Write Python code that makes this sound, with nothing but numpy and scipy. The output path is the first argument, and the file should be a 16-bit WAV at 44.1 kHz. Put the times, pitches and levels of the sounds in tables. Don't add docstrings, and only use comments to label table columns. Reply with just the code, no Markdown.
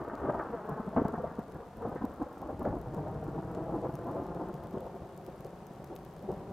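import sys
import numpy as np
from scipy import signal
from scipy.fft import rfft, irfft
from scipy.io import wavfile
from scipy.ndimage import uniform_filter1d

SR = 44100
rng = np.random.default_rng(int(sys.argv[2]) if len(sys.argv) > 2 else 0)


def unload_wav(signal):
    wavfile.write(
        sys.argv[1],
        SR,
        np.round(np.clip(np.atleast_2d(signal).T, -1, 1) * 32767).astype(np.int16),
    )


def decibels_to_gain(level_db):
    exponent = np.asarray(level_db, float) / 20
    return 10 ** exponent


N = 287532


def evened(x):
    return x / np.sqrt(np.mean(x ** 2) + 1e-20)


def read(points, hz):
    f, value = np.transpose(points)
    return np.interp(np.log(hz + 1), np.log(f + 1), value)


def shaped(x, gain):
    size = x.shape[-1]
    return irfft(rfft(x) * gain(np.fft.rfftfreq(size, 1 / SR)), size)


def add(mix, s, sound):
    at = round(s * SR) - sound.shape[-1] // 2
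    a, b = max(at, 0), min(at + sound.shape[-1], N)
    mix[..., a:b] += sound[..., a - at:b - at]


def sides(db):
    left = 1 / (1 + decibels_to_gain(-2 * db))
    return np.sqrt([[left], [1 - left]])


# frequency_hz, level_db
THUNDER_SPECTRUM = [(12, -30), (22, -18.5), (170, 2.5), (400, 3.5), (560, -2), (680, -1), (1000, -10),
                    (1400, -17.5), (1800, -27.5), (2300, -41.5), (3000, -46)]


def air(hz):
    octaves_above = np.log2((hz + 1) / THUNDER_SPECTRUM[-1][0])
    return decibels_to_gain(read(THUNDER_SPECTRUM, hz) - 40 * np.maximum(octaves_above, 0))


# start_s, level_db, tilt_db_per_octave
ROLL = [(0.0, -42, 1), (0.38, -41, 2.5), (0.74, -42, 2), (1.09, -44.5, 0), (1.32, -43, 0),
        (1.61, -47.5, -0.5), (1.83, -49.5, -3), (2.0, -42, -1.5), (2.29, -48.5, 3), (2.45, -40.5, -1),
        (2.59, -39, -2.5), (3.56, -37, -1), (3.69, -38.5, -1), (4.1, -39.5, 0), (4.25, -37, 0),
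        (5.1, -44.5, -0.5), (6.25, -46, -1.5), (6.52, -40, -1.5)]
BAND_HZ = (60, 230, 780, 1250)
BAND_DB = (-10.5, -10.5, -7.5, -15.5)
DULLING_DB_PER_S = (0, 0, 0, -1.5)
WAKE_DB, WAKE_S = (-13.5, -24.5, -13.5, -23), 0.026


def rumble(per_s=4000, spread_db=2.0, lumps_db=1.1):
    size = decibels_to_gain(spread_db * np.minimum(rng.exponential(1, N), 4))
    shocks = size * rng.standard_normal(N) * (rng.random(N) < per_s / SR)
    lumps = uniform_filter1d(rng.standard_normal(N), size=900)
    lumps = evened(uniform_filter1d(lumps, size=900))
    shocks = shaped(shocks * decibels_to_gain(lumps_db * lumps), air)

    t = np.arange(0, N, 100) / SR
    s, level_db, tilt_db = np.transpose(ROLL)
    wake = np.zeros(len(t))
    for at, db, length, _ in TRUNK + BRANCH + CLOUD:
        time_constant = np.where(t > at, WAKE_S, length / 2)
        wake += decibels_to_gain(2 * db) * length / WAKE_S * np.exp(-abs(t - at) / time_constant)

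    out = np.zeros(N)
    bands = zip(np.eye(len(BAND_HZ)), BAND_HZ, BAND_DB, WAKE_DB, DULLING_DB_PER_S)
    for share, hz, band_db, wake_db, dull_db in bands:
        band = shaped(shocks, lambda f: read(list(zip(BAND_HZ, share)), f))
        roll_db = band_db + np.interp(t, s, level_db + tilt_db * np.log2(hz / 300))
        power = decibels_to_gain(2 * roll_db) + decibels_to_gain(2 * wake_db) * wake
        envelope = np.sqrt(power) * decibels_to_gain(dull_db * (t - 2))
        out += evened(band) * np.interp(np.arange(N) / SR, t, envelope)
    return out


# frequency_hz, density_db_per_hz
RAIN_SPECTRUM = [(30, 3), (150, -1), (1000, 4), (2300, -11.5), (4000, -16.5), (6500, -20), (10000, -23),
                 (13000, -23), (15500, -29)]
# frequency_hz, likeness (0 to 1)
RAIN_SAME = [(100, 1), (1500, 0.8), (3000, 0.61), (6800, 0.25), (12000, 0.037)]


def rain(level_db=-58.5, per_s=2500, spread_db=3.0, hiss=1.3, swell_db=1.0):
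    size = decibels_to_gain(spread_db * np.minimum(rng.exponential(1, (2, N)), 2.5))
    size = size * (rng.random((2, N)) < per_s / SR)
    patter = evened(size * rng.standard_normal((2, N)))
    a, b = patter + hiss * rng.standard_normal((2, N))
    same = lambda hz: np.clip(read(RAIN_SAME, hz), 0, 1)
    pair = np.array([a, shaped(a, same) + shaped(b, lambda hz: np.sqrt(1 - same(hz) ** 2))])
    pair = evened(shaped(pair, lambda hz: decibels_to_gain(read(RAIN_SPECTRUM, hz))))
    return decibels_to_gain(level_db + swell_db * np.linspace(-1, 1, N)) * pair


def wind(level_db=-67, top_hz=60):
    flutter = shaped(rng.standard_normal((2, N)), lambda hz: (hz > 22) / (1 + (hz / top_hz) ** 2))
    return decibels_to_gain(level_db) * evened(flutter)


# centre_s, rms_db, length_s, pitch_hz
TRUNK = [(0.02, -41, 0.023, 392), (0.083, -37, 0.0066, 408), (0.132, -36.5, 0.017, 244.7),
         (0.251, -32, 0.037, 392.7), (0.297, -25.5, 0.018, 692), (0.344, -34.5, 0.032, 599),
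         (0.391, -39.5, 0.067, 353.4), (0.505, -36.5, 0.011, 193), (0.543, -36, 0.022, 419),
         (0.694, -35.5, 0.013, 423.4), (0.721, -36, 0.034, 170.3), (0.78, -43, 0.039, 433.4),
         (0.802, -31, 0.0079, 234.3), (0.878, -33, 0.013, 206.6), (0.935, -39.5, 0.014, 516),
         (0.965, -26, 0.0067, 295), (0.979, -21.5, 0.018, 274.5), (0.998, -26, 0.0096, 323),
         (1.019, -21, 0.0021, 224), (1.055, -23.5, 0.0057, 172), (1.093, -36.5, 0.022, 371.3),
         (1.141, -31, 0.017, 204), (1.182, -37, 0.014, 180.6), (1.201, -35.5, 0.018, 462.4),
         (1.243, -30, 0.013, 691), (1.391, -32, 0.0093, 191.3), (1.56, -40, 0.021, 159),
         (1.613, -47, 0.047, 482)]
# centre_s, rms_db, length_s, pitch_hz
BRANCH = [(1.828, -39.5, 0.049, 468.4), (1.855, -29.5, 0.0096, 473), (1.874, -31, 0.0071, 238.7),
          (1.894, -37.5, 0.014, 244.4), (1.923, -39.5, 0.036, 518), (1.961, -30.5, 0.0082, 474.6),
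          (2.018, -29, 0.0086, 208.6), (2.046, -27.5, 0.0073, 252.4), (2.219, -34.5, 0.029, 302),
          (2.267, -41, 0.0071, 542), (2.43, -39, 0.015, 724), (2.46, -41.5, 0.039, 323.6),
          (2.5, -34.5, 0.02, 601), (2.616, -34.5, 0.027, 305.5), (2.66, -28.5, 0.018, 634.5),
          (2.677, -23.5, 0.0033, 299), (2.739, -35, 0.015, 288.4), (2.769, -31.5, 0.0028, 288),
          (2.943, -34.5, 0.01, 336.3), (2.982, -36, 0.039, 172.7), (3.078, -40.5, 0.059, 713),
          (3.284, -37, 0.014, 336.5), (3.389, -39, 0.02, 331)]
# centre_s, rms_db, length_s, pitch_hz
CLOUD = [(3.576, -30, 0.0074, 400.7), (3.616, -39.5, 0.026, 296.6), (3.69, -39, 0.046, 628.4),
         (3.743, -34, 0.039, 369.7), (3.764, -30, 0.008, 331), (3.79, -33.5, 0.0099, 309),
         (3.85, -33.5, 0.038, 467.3), (3.895, -29.5, 0.0059, 127), (3.947, -39.5, 0.0067, 146),
         (4.081, -36, 0.049, 253.7), (4.163, -38, 0.061, 617), (4.217, -40, 0.055, 308),
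         (4.316, -42, 0.022, 342), (4.358, -39, 0.014, 364), (4.406, -39, 0.038, 329),
         (4.503, -41, 0.021, 374.4), (4.551, -39.5, 0.017, 143.7), (4.747, -33, 0.015, 358),
         (4.773, -33.5, 0.0085, 526.5), (4.826, -41, 0.029, 517.4), (4.867, -40, 0.016, 487),
         (5.026, -43, 0.021, 77), (5.286, -40.5, 0.013, 392.4), (5.457, -39, 0.012, 545.4),
         (5.799, -37, 0.0054, 127), (5.922, -41.5, 0.033, 389.5), (6.247, -43.5, 0.034, 208),
         (6.299, -32.5, 0.021, 393.3), (6.326, -35.5, 0.015, 186)]


def claps(edge_hz=750, rough=0.59, wander=0.1835, lag_s=0.00304, near_hz=2600, fading=0.25):
    rows, out = TRUNK + BRANCH + CLOUD, np.zeros(N)
    t = (np.arange(4096) - 2048) / SR
    noises = rng.standard_normal((len(rows), 3, len(t)))
    for (s, db, length, hz), (a, b, c) in zip(rows, noises):
        bell = np.exp(-2 * abs(t / max(length, .004)) ** 1.6)
        drift = evened(uniform_filter1d(a, size=250))
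        main = np.sqrt(2) * np.cos(2 * np.pi * np.cumsum(hz * (1 + wander * drift)) / SR)
        side = shaped(b, lambda f: air(f) / (1 + (f / edge_hz) ** 6))
        top_hz = near_hz * np.exp(-fading * s)
        high_pass = lambda f: 1 / (1 + (edge_hz / (f + 1)) ** 6)
        edge = shaped(c, lambda f: air(f) * high_pass(f) / (1 + (f / top_hz) ** 4))
        side, edge = (v * np.linalg.norm(bell) / np.linalg.norm(v * bell) for v in (side, edge))
        body = np.sqrt(1 - rough ** 2) * main + rough * side
        edge_db = -9 - 0.0354 * (db + 35) + 2.5 * np.log2(length / .02)
        add(out, s, decibels_to_gain(db) * bell * body)
        add(out, s + lag_s, decibels_to_gain(db + edge_db) * bell * edge)
    return out


# start_s, rms_db, time_constant_s, centre_hz
FRONTS = [(.963, -26.5, 0.006, 800), (.963, -54.5, 0.015, 2060), (0.097, -43, .015, 1300),
          (0.292, -38, .01, 1100), (0.394, -39, 0.026, 1300), (1.061, -49, .025, 1200),
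          (1.151, -41, 0.013, 1200), (1.265, -52.5, 0.04, 1330), (1.82, -51.5, 0.036, 1270),
          (1.955, -52.5, 0.062, 1460), (2.204, -38.5, 0.0092, 800), (2.65, -39.5, 0.0078, 1400),
          (2.674, -48, 0.0047, 1490), (4.394, -42, 0.022, 920), (.687, -38, 0.012, 800),
          (.773, -37.5, 0.011, 800), (1.051, -27.5, .008, 700), (1.139, -31, .006, 800),
          (1.179, -32.5, .008, 750), (1.891, -46, .008, 740), (1.954, -44, 0.0072, 750),
          (2.727, -38, 0.021, 700), (2.933, -48, 0.013, 700), (3.061, -50, 0.0098, 750),
          (3.379, -39, 0.013, 750), (3.606, -38, .01, 754), (4.868, -38.5, 0.0072, 700)]


def fronts(rise_s=.0015, width_octaves=.33):
    out, t = np.zeros(N), (np.arange(8192) - 4096) / SR
    for (s, db, fall_s, hz), noise in zip(FRONTS, rng.standard_normal((len(FRONTS), len(t)))):
        burst = shaped(noise, lambda f: np.exp(-.5 * (np.log2((f + 1) / hz) / width_octaves) ** 2))
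        shape = np.clip(t / rise_s, 0, 1) * np.exp(-abs(t) / fall_s)
        level = decibels_to_gain(db) * np.linalg.norm(shape) / np.linalg.norm(shape * burst)
        add(out, s, level * shape * burst)
    return out


# start_s, delay_ms
GROUND = [
    (0, 3.34),
    (.4, 3.23),
    (.6, 4.74),
    (2.75, 3.44),
    (2.9, 6.57),
    (4.2, 5.76),
    (6.52, 5.17),
]


def ground(x, bounce=.36):
    t = np.arange(N) / SR
    late = t - np.interp(t, *np.transpose(GROUND)) / 1000
    return (x + bounce * np.interp(late, t, x)) / np.sqrt(1 + bounce ** 2)


# frequency_hz, level_db
SCATTER = [(30, -24), (60, -22), (150, -20), (300, -21), (700, -18), (1500, -15)]


def thunder(echo_db=-14, t60=0.038):
    direct = claps() + fronts()
    t = np.arange(SR // 2) / SR
    tail = rng.standard_normal(len(t)) * decibels_to_gain(-60 * t / t60) * (t > .008)
    echo = decibels_to_gain(echo_db) * signal.fftconvolve(direct, tail / np.linalg.norm(tail))[:N]
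    mid = ground(direct + rumble() + echo)
    smear = rng.standard_normal(2048) * np.hanning(2048)
    unlike = signal.fftconvolve(mid, smear / np.linalg.norm(smear), "same")
    unlike = shaped(unlike, lambda hz: decibels_to_gain(read(SCATTER, hz)))
    return np.array([mid + unlike, mid - unlike])


def drop(ring_db, tick_db, pan_db, noise, ring_hz=13000, width_hz=1800, t60=.004, splash_db=-16, strike=5.0):
    t = (np.arange(noise.shape[-1]) - noise.shape[-1] // 2) / SR
    fade = (t >= 0) * (decibels_to_gain(-60 * abs(t) / t60) + decibels_to_gain(splash_db - 60 * abs(t) / 0.022))
    ring = shaped(noise[:2] * fade, lambda hz: (hz > 9000) / (1 + ((hz - ring_hz) / width_hz) ** 2))
    impact = strike * (t == 0)
    shell = lambda hz: (hz < 9800) / (1 + (1700 / (hz + 1)) ** 4) / (1 + hz / 11000)
    tick = shaped(noise[2] * fade + impact, shell)
    ring = ring / abs(signal.hilbert(ring)).max(-1, keepdims=True) * 4.5
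    tick = tick / abs(signal.hilbert(tick)).max() * 1.74
    return decibels_to_gain(ring_db) * sides(pan_db) * ring + decibels_to_gain(tick_db) * sides(pan_db / 2) * tick


# start_s, ring_db, tick_db, left_minus_right_db
DROPS = [(0.1536, -61, -47, 14), (0.694, -53.5, -50.5, 22), (1.083, -56, -48, 17), (1.3923, -60, -53, 10),
         (1.5213, -62, -51, 21), (1.7707, -59, -56, 6), (2.0527, -53.5, -47, 12), (2.4175, -58, -50, 3),
         (2.5944, -58, -52, 18), (2.6298, -59, -58, -3), (2.8149, -58, -53, 16), (2.9462, -58, -46.5, 4),
         (3.2417, -60, -53, 2), (3.5492, -64, -49, 13), (3.9544, -53.5, -44.5, 7), (4.1126, -57.5, -62, 16),
         (4.5414, -55, -46.5, 3), (4.6712, -64, -50.5, 1), (4.71, -61, -56, 16), (4.806, -57, -52, -6),
         (5.1769, -58, -50, 11), (5.265, -57, -46.5, 15), (5.4076, -57, -50, 18), (5.4473, -61, -48, 5),
         (5.6684, -54, -49, 15), (5.8436, -55, -46.5, -4), (5.9541, -55, -60, 8), (5.9632, -51.5, -40.5, 7),
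         (6.05, -56.5, -51, 17), (6.317, -62, -52, 13)]


def drops(per_s=60, small_db=-74, lean_db=5, scatter_db=8, spread_db=3.4, growth_db_per_s=.4):
    out = np.zeros((2, N))
    for (s, *levels), noise in zip(DROPS, rng.standard_normal((len(DROPS), 3, 1024))):
        add(out, s, drop(*levels, noise))
    when = np.cumsum(rng.exponential(1, size=600)) / per_s
    size_db = spread_db * np.minimum(rng.exponential(1, size=(600, 2)), 3.5)
    size_db = size_db + growth_db_per_s * (when[:, None] - 4)
    pan_db = lean_db + scatter_db * rng.standard_normal(size=600)
    bursts = rng.standard_normal((600, 3, 1024))
    for k in np.flatnonzero(when < N / SR):
        ring_db, tick_db = small_db + size_db[k, 0], small_db + 9.5 + size_db[k, 1]
        add(out, when[k], drop(ring_db, tick_db, pan_db[k], bursts[k]))
    return out


def scene():
    return thunder() + rain() + wind() + drops()


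def low_pass(x):
    return signal.sosfilt(signal.butter(12, 15790, fs=SR, output="sos"), x)


# frequency_hz, left_minus_right_db
LEAN = [(60, 2), (110, 2), (200, 1.5), (380, 0.3), (700, 0.7), (1290, 1.8), (2380, 1), (8120, 1.0)]


def record(dry):
    low_cut = lambda hz: 1 / np.sqrt(1 + (36 / (hz + 1)) ** 4)
    lean = lambda hz: decibels_to_gain(np.outer([.5, -.5], read(LEAN, hz) * (hz < 9000)))
    mix = shaped(dry, lambda hz: lean(hz) * low_cut(hz))
    return low_pass(mix)


dry = scene()
out = record(dry)
unload_wav(out)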